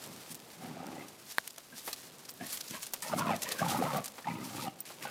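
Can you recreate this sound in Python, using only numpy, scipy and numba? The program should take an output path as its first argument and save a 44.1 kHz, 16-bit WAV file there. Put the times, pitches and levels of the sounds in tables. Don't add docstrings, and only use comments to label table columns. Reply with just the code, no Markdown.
import sys
import numpy as np
from scipy import signal
from scipy.fft import rfft, irfft, next_fast_len
from scipy.io import wavfile
from scipy.ndimage import uniform_filter1d, map_coordinates
from numba import njit

SR = 44100
rng = np.random.default_rng(int(sys.argv[2]) if len(sys.argv) > 2 else 0)


def magnitude_from_level(level_db):
    exponent = np.asarray(level_db, float) / 20
    return 10 ** exponent


def file_out(sig):
    cols = np.atleast_2d(sig).T
    lim = np.clip(cols, -1, 1)
    pcm = np.round(lim * 32767).astype(np.int16)
    wavfile.write(sys.argv[1], SR, pcm)


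N = 225262

# time in seconds, level in dB.
LEAF_LEVEL = [(0.0, -52.5), (0.41, -55), (1.16, -59), (1.45, -51.5), (1.56, -59), (1.77, -55), (1.93, -51),
              (2.09, -55), (2.32, -59.5), (2.53, -49.5), (2.67, -53), (2.81, -51), (3.45, -51.5),
              (3.64, -48.5), (3.91, -48), (4.16, -54), (4.42, -58.5), (4.53, -48.5), (4.84, -61.5),
              (5.1, -53.5)]
# frequency in Hz, relative density in dB per Hz.
LEAF_SPECTRUM = [(500, 0), (1200, -1), (3000, 0), (4500, 2), (7000, 0), (10000, -1), (13000, -2.5),
                 (15500, -7), (16000, -63)]


def unit(x):
    return x / np.sqrt(np.mean(x ** 2) + 1e-20)


def curves(rows, outside):
    s, *cols = np.transpose(rows)
    return [np.interp(np.arange(N) / SR, s, c, outside, outside) for c in cols]


def wobble(rate):
    knots = rng.standard_normal(int(N * rate / SR) + 4)
    return map_coordinates(knots, [np.arange(N) * rate / SR])


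def filtered(x, response):
    m = next_fast_len(len(x) + 8192)
    spectrum = rfft(x, m) * response(np.fft.rfftfreq(m, 1 / SR))
    return irfft(spectrum, m)[:len(x)]


def colour(points):
    f, db = np.transpose(points)
    return lambda hz: magnitude_from_level(np.interp(np.log(hz + 1), np.log(f + 1), db))


def modes(table):
    def response(f):
        total = 0
        for k, (centre, width, db) in enumerate(table):
            damping = 1j * f * width
            total = total + (-1) ** k * magnitude_from_level(db) * damping / (centre * centre - f * f + damping)
        return total
    return response


@njit
def sliding(x, hz, width_hz, sr):
    y, r = np.zeros(len(x)), np.exp(-np.pi * width_hz / sr)
    for i in range(2, len(x)):
        turn = 2 * r * np.cos(2 * np.pi * hz[i] / sr)
        y[i] = x[i] - x[i - 2] + turn * y[i - 1] - r * r * y[i - 2]
    return y


def folds(rate_hz, jitter, scatter_db):
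    phase = np.cumsum(rate_hz * np.exp(jitter * wobble(60) + .1 * wobble(4))) / SR
    flaps = np.diff(np.floor(phase), prepend=0) * magnitude_from_level(scatter_db * wobble(70))
    opening = unit(signal.lfilter([1], [1, -np.exp(-1 / (.004 * SR))], flaps))
    air = (opening + .9) * rng.standard_normal(N)
    return unit(flaps), unit(air)


def even(x):
    return x / np.sqrt(np.abs(uniform_filter1d(x ** 2, size=2200)) + 1e-9)


def grunt(s, held, db, mouth_db, hz, rasp_db):
    attack_s, release_s = 0.017, 0.05
    edge_db, sag_db, opens_db = 22, 7, 3
    times = s + np.cumsum([0, attack_s, held, release_s])
    levels = db - np.array([edge_db, 0, sag_db, edge_db])
    opens = opens_db * np.array([-.5, -.5, .5, .5])
    return [(t, level, mouth_db + o, hz, rasp_db + o) for t, level, o in zip(times, levels, opens)]


def growls():
    # time in seconds, chest level in dB, mouth in dB over chest,
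    # mouth resonance in Hz, rasp in dB over chest.
    growl_rows = [
        [(0.56, -70, -2, 738, 3), (0.572, -62, -9, 790, -9), (0.632, -47.5, -0.5, 744, -17),
         (0.718, -46.5, -7.5, 813, -21), (0.74, -47.5, -13, 692, -26), (0.764, -50, 1, 680, -12),
         (0.874, -47, -3.5, 805, -28), (1.024, -49.5, -3.5, 684, -2.5), (1.075, -60, 0, 800, -16)],
        [(3.025, -56.5, 10, 930, 6.5), (3.084, -59, 13.5, 820, 6), (3.105, -48, -1, 1060, -22),
         (3.14, -40, 8, 696, -30), (3.158, -38.5, -10, 720, -17), (3.196, -37.5, 1.5, 860, -14),
         (3.225, -40.5, 6.5, 1030, -15), (3.25, -41, 0, 990, -26), (3.275, -37, 1.5, 1000, -10),
         (3.312, -36.5, 3.5, 860, -9), (3.362, -41, 2.5, 670, -10), (3.39, -65, -29, 711, -10)],
        [(3.58, -64, -15, 694, 14), (3.598, -54, 9, 664, 15), (3.618, -35.5, 2.5, 710, -22),
         (3.645, -36.5, 0, 780, -19), (3.668, -38.5, -2, 876, -27), (3.73, -38.5, 1.5, 725, -32),
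         (3.764, -41.5, 5, 910, -18), (3.798, -31.5, -9, 740, -27), (3.814, -42, 3, 660, -19),
         (3.84, -37.5, 2.5, 730, -24), (3.872, -36.5, 0, 1060, -22), (3.884, -44, 4.5, 880, -27),
         (3.916, -43.5, 6, 870, -23), (3.976, -35.5, 2.5, 705, -26), (4.038, -56.5, -0.5, 700, -16)],
        [(4.245, -55, -2, 863, 12), (4.261, -53, 8, 870, -12), (4.277, -40, 3.5, 870, -3),
         (4.33, -41, -7.5, 884, -15.5), (4.46, -45.5, -5, 910, -12.5), (4.513, -50, -3, 730, -22),
         (4.579, -42, -2.5, 830, -14), (4.607, -47.5, 1.5, 876, -9), (4.681, -42, 0, 840, -11),
         (4.72, -71, -5, 775, 1)],
    ]
    # start in seconds, hold in seconds, chest level in dB,
    # mouth in dB over chest (mid-opening), mouth resonance in Hz, rasp in dB over chest (mid-opening).
    grunt_rows = [(0.05, 0.11, -50.5, -34, 730, -36), (0.29, 0.022, -49, -14, 754, -18),
                  (1.712, 0.022, -51, -8, 1010, -3), (2.392, 0.035, -41.5, -5, 640, -5),
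                  (2.692, 0.017, -45.5, -16, 950, -9), (2.725, 0.017, -52, 9.5, 970, 4.5),
                  (3.438, 0.096, -53, 11, 562, 9.5), (5.003, 0.012, -49.5, 0, 775, 3),
                  (5.034, 0.064, -61.5, 15.5, 1020, 16)]
    # time in seconds, mean flaps a second, unevenness 0-1.
    fold_rows = [(1.1, 72, .16), (3.1, 92, .22), (4.02, 98, .25), (4.3, 72, .17)]
    # time in seconds, mean centre in Hz.
    chest_rows = [(0.63, 208), (0.95, 278), (3.1, 208), (3.62, 167), (3.8, 222), (3.85, 171), (4.02, 213),
                  (4.32, 202), (4.4, 287), (4.48, 216), (4.59, 282), (4.7, 240)]
    # time in seconds, mean centre in Hz.
    tongue_rows = [(1.05, 2010), (2.75, 1500), (3.2, 2150), (3.31, 2200), (3.36, 1800), (3.6, 1620),
                   (3.75, 1910), (4.0, 1640), (4.26, 1920), (4.68, 2650), (5.0, 1590)]
    # centre in Hz, width of one pass in Hz, level in dB.
    deep_modes = [(130, 95, 0)]
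    # centre in Hz, width in Hz, relative level in dB.
    upper_modes = [(1614, 740, 0.92), (2750, 210, -2.2), (2840, 154, -1.6)]

    chest, mouth, rasp = np.zeros((3, N))
    calls = list(growl_rows) + [grunt(*row) for row in grunt_rows]
    for rows in calls:
        chest_db, mouth_db, _, rasp_db = curves(rows, -120)
        chest += magnitude_from_level(chest_db)
        mouth += magnitude_from_level(chest_db + mouth_db)
        rasp += magnitude_from_level(chest_db + rasp_db)
    chest, mouth, rasp = uniform_filter1d([chest, mouth, rasp], size=300)
    mouth_hz = curves(sorted(map(tuple, np.vstack(calls))), None)[2]

    flaps, air = folds(*curves(fold_rows, None), scatter_db=2)
    thump = flaps + .9 * air
    snarl = .5 * flaps + air

    chest_hz = curves(chest_rows, None)[0] * np.exp(.05 * wobble(25))
    deep = unit(filtered(thump, lambda f: modes(deep_modes)(f) ** 2))
    chest_ring = unit(sliding(sliding(thump, chest_hz, 127.0, SR), chest_hz, 270.0, SR))
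    low = chest_ring - magnitude_from_level(-3 + 1.5 * wobble(25)) * deep

    high = magnitude_from_level(-3) * unit(filtered(snarl, lambda f: modes([(880, 1400, 0)])(f) ** 2))
    for hz, db in [(270 + 0.37 * mouth_hz, -5), (mouth_hz, 0), (870 + 0.4 * mouth_hz, -6)]:
        hz = hz * np.exp(.045 * wobble(28))
        ring = unit(sliding(sliding(snarl, hz, 120.0, SR), hz, 340.0, SR))
        high = high + magnitude_from_level(db + 3.5 * wobble(45)) * ring

    teeth = unit(filtered(snarl, lambda f: modes(upper_modes)(f) * modes([(2500, 2200, 0)])(f)))
    tongue_hz = curves(tongue_rows, None)[0] * np.exp(0.072 * wobble(20))
    front = unit(sliding(sliding(snarl, tongue_hz, 130.0, SR), tongue_hz, 410.0, SR))
    teeth = magnitude_from_level(2.5 * wobble(35)) * teeth + magnitude_from_level(2.5 * wobble(35)) * front
    return chest * even(low) + mouth * even(high) + rasp * even(teeth)


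def bursts():
    # start in seconds, level in dB, mouth resonance in Hz.
    hard_flaps = [(0.83, -36, 762), (0.898, -44, 880), (0.979, -38, 550), (2.412, -39, 720),
                  (3.098, -33, 960), (3.134, -22.5, 615), (3.185, -27, 1100), (3.194, -31, 1020),
                  (3.274, -26, 1080), (3.292, -23.5, 1010), (3.306, -26.5, 782), (3.593, -26.5, 1590),
                  (3.626, -25.5, 1150), (3.663, -24, 876), (3.746, -24.5, 823), (3.812, -23.5, 480),
                  (3.823, -20.5, 750), (4.273, -23, 833), (4.309, -38, 2010), (4.672, -28.5, 766),
                  (5.052, -30, 820)]
    out, t = np.zeros(N + SR), np.arange(SR // 20) / SR
    shape = (1 - np.exp(-t / .0005)) * np.exp(-t / .006)
    phases = rng.random((len(hard_flaps), 2)) * 2 * np.pi
    for (s, db, hz), phase in zip(hard_flaps, phases):
        mouth = np.sin(2 * np.pi * hz * t + phase[0])
        chest = 0.31 * np.sin(2 * np.pi * 210 * t + phase[1])
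        out[round(s * SR):][:len(t)] += magnitude_from_level(db) * shape * (mouth + chest)
    return out[:N]


def trees(x):
    t = np.arange(SR // 3) / SR
    tail = rng.standard_normal(len(t)) * magnitude_from_level(-60 * t / 0.78) * (t > .004)
    return signal.fftconvolve(x, tail / np.linalg.norm(tail))[:N]


def struck(blows, table, attack):
    out, t = np.zeros(N + SR), np.arange(SR // 20) / SR
    for s, level_db, share in blows:
        ring = np.zeros(len(t))
        for hz, db, t60 in table:
            ring += magnitude_from_level(db - 60 * t / (share * t60)) * np.sin(2 * np.pi * hz * t)
        out[round(s * SR):][:len(t)] += magnitude_from_level(level_db) * ring * (1 - np.exp(-t / attack))
    return out[:N]


def twig():
    # start in seconds, level in dB, share of the free ring time.
    snaps = [(1.3834, -12, 1), (1.3878, -34, 1)]
    # frequency in Hz, relative level in dB, free time to fall 60 dB in seconds.
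    wood_modes = [(660, -32, 0.049), (1150, 3, 0.0043), (1650, 8, 0.0053), (3800, 10, 0.0017),
                  (9000, 3.5, 0.0017), (11500, 2, 0.0019), (14500, -7, .003)]
    return struck(snaps, wood_modes, attack=0.00045)


def collar_tag():
    # start in seconds, level in dB, share of the full ring time.
    clinks = [(2.3045, -39, .35), (2.31, -41, .45), (2.339, -45, .45), (4.8042, -32, 1)]
    # frequency in Hz, relative level in dB, full time to fall 60 dB in seconds.
    tag_modes = [(5590, -10, .012), (8150, -1, .016), (11000, -3, .014), (14270, 1, .042)]
    return struck(clinks, tag_modes, attack=.0001)


def thuds():
    # start in seconds, level in dB before the decay.
    landings = [(1.578, -48.5), (1.876, -36), (2.935, -40.5), (4.181, -40), (4.902, -44.5)]
    out, t = np.zeros(N + SR), np.arange(SR // 20) / SR
    for s, db in landings:
        puff = unit(filtered(rng.standard_normal(len(t)), modes([(790, 780, 0)])))
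        out[round(s * SR):][:len(t)] += magnitude_from_level(db - 60 * t / 0.1) * puff * (1 - np.exp(-t / 0.00044))
    return out[:N]


def scuffs():
    # peak time in seconds, level in dB, time to fall 7 dB in ms, bright band in Hz.
    cracks = [(0.039, -43, 3.8, 4500), (0.062, -41, 2, 10200), (0.163, -44.5, 2.2, 5000),
              (0.346, -35, 0.66, 6630), (0.351, -38, 3.1, 12000), (0.868, -37.5, 0.63, 5160),
              (1.084, -46, 4.2, 6150), (1.476, -35, 2.7, 9500), (1.506, -42.5, 2.8, 2950),
              (1.562, -44, 1.6, 2980), (1.88, -42, 0.9, 1210), (1.93, -32.5, 7.3, 4300),
              (2.252, -43.5, 4.9, 5100), (2.524, -37, 32, 11500), (2.573, -37.5, 4.4, 4060),
              (2.936, -29.5, 5.8, 11500), (3.022, -39, 27, 8700), (3.42, -35.5, 19, 6700),
              (3.433, -30, 2.9, 8700), (3.49, -33, 3, 5940), (3.584, -40, 23, 5950),
              (3.683, -37.5, 49, 3300), (3.703, -39.5, 31, 3720), (3.931, -45.5, 20, 3540),
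              (4.042, -39.5, 10, 8040), (4.058, -33, 5.2, 7800), (4.08, -40, 5.3, 5000),
              (4.854, -49.5, 104, 2530), (5.026, -38, 1.9, 2515)]
    # peak time in seconds, level in dB, time to rise the last 7 dB in ms, bright band in Hz.
    even_scuffs = [(0.317, -42, 9.8, 9800), (1.315, -44.5, 15.4, 5470), (1.583, -44.5, 2.7, 6400),
                   (1.785, -44.5, 18.6, 4970), (1.878, -42, 26, 11500), (2.294, -42.5, 5.9, 4870),
                   (2.469, -39, 4.5, 11500), (2.505, -43, 15, 9000), (2.611, -34, 3, 5060),
                   (2.683, -42.5, 5.3, 5100), (2.708, -42, 8.2, 6000), (2.76, -45, 22, 2530),
                   (2.833, -38.5, 10.4, 7200), (2.869, -38.5, 2.5, 9100), (3.086, -43, 17, 5550),
                   (3.184, -39.5, 14, 9900), (3.194, -31.5, 3.4, 6000), (3.364, -40, 3, 5700),
                   (3.522, -30, 5.7, 3870), (3.78, -41.5, 9.7, 11500), (3.971, -37.5, 5.1, 14500),
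                   (4.454, -47, 25, 5050), (4.628, -43, 27, 3950), (5.042, -45, 15, 2610)]
    crack_rise_ms, fall_share = 0.6, 0.92
    rows = [(s, db, crack_rise_ms, fall, hz) for s, db, fall, hz in cracks]
    rows += [(s, db, rise, fall_share * rise, hz) for s, db, rise, hz in even_scuffs]

    def leaf_band(hz):
        band = modes([(hz, .3 * hz, 1.5)])
        return lambda f: 1.8 * colour(LEAF_SPECTRUM)(f) * f / (f + 0.2 * hz) + band(f)

    out, t = np.zeros(N + SR), np.arange(-SR // 20, SR // 10) / SR
    for s, db, rise_ms, fall_ms, hz in rows:
        lumps_db = 3.2 * rng.standard_normal(len(t) // 30 + 1).repeat(30)[:len(t)]
        spray = rng.standard_normal(len(t)) * magnitude_from_level(lumps_db)
        spray = unit(filtered(spray, leaf_band(hz)))
        swell = magnitude_from_level(-7 * np.abs(1000 * t / np.where(t < 0, rise_ms, fall_ms)) ** 1.3)
        out[round(s * SR):][:len(t)] += magnitude_from_level(db) * swell * spray
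    return out[SR // 20:][:N]


def crackle(per_s, spread_db):
    size = magnitude_from_level(spread_db * np.minimum(rng.exponential(size=N), 3))
    return unit((rng.random(N) < per_s / SR) * rng.standard_normal(N) * size)


def rustle():
    level_db, = curves(LEAF_LEVEL, None)
    cracks = np.zeros(N)
    for hz in (3000, 5000, 8000, 12500):
        ring = filtered(crackle(90, spread_db=-4.5), modes([(hz, 0.69 * hz, 0)]))
        cracks += ring * magnitude_from_level(-10 * np.log10(hz))
    clumps_db = 1.2 * wobble(6) + 2 * wobble(35) + 1.5 * wobble(120)
    hiss = unit(filtered(magnitude_from_level(clumps_db) * rng.standard_normal(N), colour(LEAF_SPECTRUM)))
    return magnitude_from_level(level_db) * unit(hiss + .5 * unit(cracks))


def ground():
    # frequency in Hz, relative density in dB per Hz.
    rumble_spectrum = [(20, -1), (50, 2), (80, -12), (120, -74)]
    level_db, = curves(LEAF_LEVEL, None)
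    rumble = filtered(rng.standard_normal(N), colour(rumble_spectrum))
    lumps = unit(magnitude_from_level(3.5 * wobble(9)) * rumble)
    return magnitude_from_level(-48.5 + 2.0 * (level_db - level_db.max())) * lumps


def woods():
    # frequency in Hz, relative density in dB per Hz.
    hush_spectrum = [(25, -6), (60, 8), (140, 15), (290, 13.5), (700, 10), (1700, 2), (4000, -3.5),
                     (9000, -12), (15500, -78), (16000, -44)]
    level_db = -58 + 2.38 * wobble(2.267)
    return magnitude_from_level(level_db) * unit(filtered(rng.standard_normal(N), colour(hush_spectrum)))


def scene():
    voices = growls() + bursts()
    voices = voices + magnitude_from_level(-16) * trees(voices)
    paws = thuds() + scuffs() + rustle() + ground()
    return (voices + twig() + collar_tag() + paws + woods())[None]


def roll_off(x):
    return signal.sosfilt(signal.butter(12, 16650, fs=SR, output="sos"), x)


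def record(dry):
    def bass_cut(f):
        return 0.079 + signal.freqs(*signal.butter(3, 105, "high", analog=True), f)[1]

    thin = filtered(dry[0], bass_cut)
    thin = filtered(thin, lambda f: np.where(f < 15950, 1, magnitude_from_level(-28)))
    return roll_off(thin[None])


dry = scene()
out = record(dry)
file_out(out)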